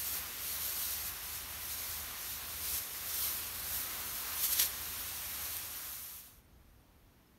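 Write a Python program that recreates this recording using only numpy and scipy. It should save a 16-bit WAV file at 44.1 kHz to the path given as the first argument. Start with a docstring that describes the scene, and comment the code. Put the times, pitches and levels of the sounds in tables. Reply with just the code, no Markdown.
"""A pressure wand sprays mist into orchard trees. The turbulent jet hisses at the nozzle; droplets patter
on leaves at each sweep and now and then slap close by. A small pump engine throbs further off.
The spraying fades into a quiet orchard: wind on the microphone, low rustle, a dull tap and faint chirps.
With these comes a soft mid-range hush with a faint, even high hiss on top.
One microphone feeds both channels."""
import sys
import numpy as np
from scipy import signal
from scipy.fft import rfft, irfft, next_fast_len
from scipy.io import wavfile
from scipy.ndimage import uniform_filter1d, map_coordinates

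SR = 44100
rng = np.random.default_rng(int(sys.argv[2]) if len(sys.argv) > 2 else 0)


def store_wav(level_fs):
    """Save 16-bit WAV to argv[1]."""
    pcm = np.round(np.clip(np.atleast_2d(level_fs), -1, 1) * 32767)
    wavfile.write(sys.argv[1], SR, pcm.T.astype(np.int16))


N = 325458
TIME_S = np.arange(N) / SR

# jet, narrower and stronger midway: t/s, nozzle band level/dB, mist level between sweeps/dB
JET_LEVELS = [(0.0, -53.5, -46), (1.5, -54, -52), (2.9, -53.5, -51), (3.5, -52.5, -42.5), (4.3, -52, -43),
              (4.75, -52, -43), (5.5, -53.5, -41.5), (6.45, -54, -41)]
# spectra of fine and fat drops on leaves: f/Hz, density/dB
FINE_SPECTRUM = [(800, -38), (2500, -14.5), (4000, -7.5), (8000, -1.5), (16000, 1.5)]
FAT_SPECTRUM = [(200, -18), (1000, -11), (2500, -5.5), (4000, 0), (7000, 0.5), (16000, -4.5)]


def amp(db):
    """dB to gain."""
    return 10 ** (np.asarray(db) / 20)


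def unit(x):
    """Scale to rms 1."""
    return x / np.sqrt(np.mean(x ** 2) + 1e-20)


def curves(rows):
    """Per-sample curve for each column after t/s."""
    times_s, *columns = np.transpose(rows)
    return [np.interp(TIME_S, times_s, column) for column in columns]


def wobble(rate_hz):
    """Smooth random curve, rms about 1."""
    knots = rng.standard_normal(int(N * rate_hz / SR) + 4)
    return map_coordinates(knots, [TIME_S * rate_hz])


def filtered(x, response):
    """Zero-phase filter with gain response(hz)."""
    size = next_fast_len(N + 8192)
    return irfft(rfft(x, size) * response(np.fft.rfftfreq(size, 1 / SR)), size)[..., :N]


def coloured(x, spectrum, band_hz=(0, SR)):
    """Shape by (f/Hz, level/dB) points on a log axis; rms 1 in the band."""
    points_hz, db = np.transpose(spectrum)
    shaped = filtered(x, lambda hz: amp(np.interp(np.log(hz + 1), np.log(points_hz + 1), db)))
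    return shaped / np.std(filtered(shaped, lambda hz: (hz >= band_hz[0]) & (hz <= band_hz[1])))


def patchy(depth_db, frames=10):
    """White noise with random gain patches in time and frequency."""
    bins = signal.stft(rng.standard_normal(N), nperseg=512)[2]
    patches = uniform_filter1d(rng.standard_normal(bins.shape), size=5, axis=0)
    patches = uniform_filter1d(patches, size=frames, axis=1)
    return signal.istft(bins * amp(depth_db * unit(patches)), nperseg=512)[1][:N]


def swell_power(at_s, hold_s, db, rise_db_per_s, fall_db_per_s):
    """Power envelope: rise until at_s, hold, fall."""
    before_s = np.maximum(at_s - TIME_S, 0)
    after_s = np.maximum(TIME_S - at_s - hold_s, 0)
    return amp(db - rise_db_per_s * before_s - fall_db_per_s * after_s) ** 2


def bell(at_s, half_width_s, exponent=2):
    """Envelope with peak 1, down to 1/e one half-width away."""
    return np.exp(-np.abs((TIME_S - at_s) / half_width_s) ** exponent)


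def nozzle():
    """Turbulent jet: broad rush whose colour drifts as the wand swings."""
    spectrum = [(60, -41), (150, -5), (310, -5.5), (500, -7), (620, -6), (740, -4), (900, -4), (1050, -0.5),
                (2500, -3), (6000, -7.5), (16000, -9)]  # jet noise: f/Hz, density/dB
    jet_db, _ = curves(JET_LEVELS)
    rush = coloured(patchy(depth_db=0.7, frames=50), spectrum, band_hz=(700, 2000))
    return amp(jet_db + 0.83 * wobble(7)) * rush


def droplets(rate_hz, spread_db):
    """Random impacts of either sign and uneven size."""
    hits = rng.random(N) < rate_hz / SR
    signs = rng.choice([-1, 1], N)
    sizes = amp(spread_db * np.clip(rng.standard_normal(N), -2, 2))
    return unit(hits * signs * sizes)


def foliage():
    """Mist hiss and impacts on leaves; near leaves give fatter, duller, sparser drops."""
    # jet sweeps over foliage: t/s, hold/s, level/dB, rise/(dB/s), nearness 0-1
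    sweeps = [(0.0, 0.18, -38.5, 70, 0.27), (.47, 0.23, -40, 70, 0.38), (.79, 0.027, -38, 43, .3),
              (0.913, .02, -37, 52, 0.45), (1.07, .01, -41, 60, 0.24), (1.34, .01, -41, 47, 0.4),
              (1.687, .31, -41.5, 47, 0.39), (2.303, .02, -40.5, 48, 0.47), (2.585, .03, -45, 50, .2),
              (2.715, 0.054, -36, 60, 0.37), (3.223, 0.06, -34.5, 39, 0.3), (3.76, .02, -36.5, 67, .14),
              (4.176, .01, -41.5, 50, .25), (4.446, .01, -33, 110, 0.35), (4.524, 0.0091, -34, 140, 0),
              (4.608, 0.024, -31, 107, .6), (5.5, 0.073, -45.5, 40, 0), (5.97, 0.23, -38.5, 41, 0.08)]
    mist_nearness, fall_ratio = 0.34, 1.96  # the jet exits foliage faster than it enters
    _, mist_db = curves(JET_LEVELS)
    mist_power = amp(mist_db) ** 2
    fine_power, fat_power = (1 - mist_nearness) * mist_power, mist_nearness * mist_power
    for at_s, hold_s, db, rise_db_per_s, nearness in sweeps:
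        power = swell_power(at_s, hold_s, db, rise_db_per_s, fall_ratio * rise_db_per_s)
        fine_power += (1 - nearness) * power
        fat_power += nearness * power
    fine = coloured(patchy(depth_db=2) + 0.25 * droplets(rate_hz=900, spread_db=1), FINE_SPECTRUM)
    fat = coloured(patchy(depth_db=1.75) + 0.38 * droplets(rate_hz=600, spread_db=3.5), FAT_SPECTRUM)
    flutter_db = 0.7 * wobble(25) + 0.33 * wobble(70)  # leaves flap in and out of the jet
    return amp(flutter_db) * (np.sqrt(fine_power) * fine + np.sqrt(fat_power) * fat)


def stumble_db():
    """Engine level offset: the note swells, then drops out briefly."""
    stumbles = [(.33, 3.5, 13), (1.19, 2, 11), (2.17, 3, 14), (2.86, 5, 18), (3.9, 4, 12), (4.22, 2.5, 7),
                (5.0, 2, 1), (5.45, -1, 0), (5.8, 1.5, 9)]  # engine dropouts: t/s, swell/dB, depth/dB
    lead_s, swell_s, drop_s = 0.13, 0.15, 0.058
    return sum(swell_db * bell(at_s - lead_s, swell_s) - depth_db * bell(at_s, drop_s)
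               for at_s, swell_db, depth_db in stumbles)


def pump():
    """Engine orders, each with its own slowly wandering phase, over pump hum and casing rumble."""
    exhaust_orders = [(4, -6.5), (5, 1), (6, -10), (7, -8.5), (8, -17.5), (10, -15.5)]  # exhaust harmonics: multiple of firing rate, level/dB
    casing_spectrum = [(15, -33), (28, -23), (40, -5), (52, -2), (65, -1), (100, -1), (160, -12),
                       (300, -29)]  # casing rumble: f/Hz, density/dB
    firing_hz, hum_hz, engine_db, drone_db = 15.26, 51.5, -62, -61
    phase = 2 * np.pi * firing_hz * TIME_S
    chug = sum(amp(db + wobble(4.97)) * np.sin(order * phase + 0.99 * wobble(4))
               for order, db in exhaust_orders)
    hum_gain = amp(1.9 * wobble(3.36))
    drifting_hz = hum_hz * (1 + 0.017 * wobble(1.41))
    hum = hum_gain * np.sin(2 * np.pi * np.cumsum(drifting_hz) / SR)
    rumble = amp(-0.5) * coloured(rng.standard_normal(N), casing_spectrum)
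    offset_db = stumble_db()
    engine = amp(engine_db + offset_db) * np.sqrt(2) * chug
    drone = amp(drone_db + 0.14 * offset_db) * unit(hum + rumble)
    return engine + drone


def slaps():
    """Short dense showers as a close leaf crosses the jet."""
    showers = [(4.439, -33, .007, .5), (4.457, -34, 0.01, 0.35), (4.529, -34, 0.0083, .6),
               (4.534, -38, 0.0087, 0.6), (4.599, -24, .0055, 0.96), (4.621, -29.5, 0.017, 0.9),
               (4.656, -35.5, 0.016, 0.1), (5.568, -28.5, .0008, .1)]  # leaf crossings: t/s, peak level/dB, half-width/s, nearness 0-1
    fine, fat = (coloured(rng.standard_normal(N) + 0.5 * droplets(rate_hz=1475, spread_db=1), spectrum)
                 for spectrum in (FINE_SPECTRUM, FAT_SPECTRUM))
    return sum(amp(db) * bell(at_s, half_width_s, exponent=1.4)
               * (np.sqrt(1 - nearness) * fine + np.sqrt(nearness) * fat)
               for at_s, db, half_width_s, nearness in showers)


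def wind():
    """Air buffets the microphone: low flutter, louder in gusts."""
    gusts = [(6.5, 0.32, -63), (7.04, .01, -64)]  # wind gusts: t/s, hold/s, level/dB
    spectrum = [(15, -43), (30, -6), (50, 0.5), (75, -2.5), (120, -9), (250, -47)]  # buffeting: f/Hz, density/dB
    calm_db, slope_db_per_s = -68, 112
    gust_power = sum(swell_power(*gust, slope_db_per_s, slope_db_per_s) for gust in gusts)
    buffet = unit(amp(1.8 * wobble(12)) * coloured(rng.standard_normal(N), spectrum))
    return np.sqrt(amp(calm_db) ** 2 + gust_power) * buffet


def rustle():
    """Steady low rustle."""
    spectrum = [(60, -31), (130, 1), (270, -1.5), (400, -9.5), (800, -17.5), (2000, -36)]  # rustle: f/Hz, density/dB
    return amp(-70) * coloured(rng.standard_normal(N), spectrum, band_hz=(150, 600))


def hush_and_hiss():
    """Soft mid-range hush with a faint, even high hiss on top."""
    spectrum = [(200, -18), (500, 0.5), (1000, 0.5), (2000, -4), (4000, -8.5), (8000, -12), (12000, -12.5),
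                (16000, -10)]  # hush and hiss: f/Hz, density/dB
    return amp(-69.5) * coloured(rng.standard_normal(N), spectrum)


def tap_and_chirps():
    """One dull tap, then faint far chirps: short, slightly rough tones, most of them gliding."""
    glides = [(6.278, .005, 720, 680, -61), (6.445, .018, 9100, 9300, -75), (6.53, .02, 6400, 6360, -82),
              (6.695, .016, 9100, 9100, -78), (6.81, .018, 9150, 9100, -82), (7.275, .009, 5400, 4950, -75)]  # tone bursts: t/s, half-width/s, start f/Hz, end f/Hz, peak level/dB
    tones = np.zeros(N)
    for at_s, half_width_s, start_hz, end_hz, db in glides:
        offset_s = TIME_S - at_s
        mid_hz = (start_hz + end_hz) / 2
        glide_hz_per_s = (end_hz - start_hz) / (2 * half_width_s)
        cycles = mid_hz * offset_s + glide_hz_per_s * offset_s ** 2 / 2
        tones += amp(db) * bell(at_s, half_width_s) * np.sin(2 * np.pi * cycles)
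    rasp_db = 3 * wobble(250)
    return amp(rasp_db) * tones


def scene():
    """Linear crossfade from spraying to quiet; dual mono."""
    fade_start_s, fade_s = 5.435, 1
    fade = np.clip((TIME_S - fade_start_s) / fade_s, 0, 1)
    spraying = nozzle() + foliage() + slaps() + pump()
    quiet = wind() + rustle() + hush_and_hiss()
    mono = (1 - fade) * spraying + fade * quiet + tap_and_chirps()
    return np.array([mono, mono])


def record(dry):
    """Microphone and housing colour, then a steep low-pass."""
    housing = [(4920, 76, -5), (7640, 580, -4), (10440, 230, -4), (12500, 1050, 5), (14900, 610, -2)]  # housing dips and one broad peak: f/Hz, width/Hz, gain/dB
    top_hz, edge_hz = 15740, 60

    def response(hz):
        colour_db = sum(db * np.exp(-0.5 * ((hz - centre_hz) / width_hz) ** 2)
                        for centre_hz, width_hz, db in housing)
        low_pass = np.clip((top_hz - hz) / edge_hz + 0.5, 0, 1) ** 2
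        return amp(colour_db) * low_pass

    return filtered(dry, response)


dry = scene()
out = record(dry)
store_wav(out)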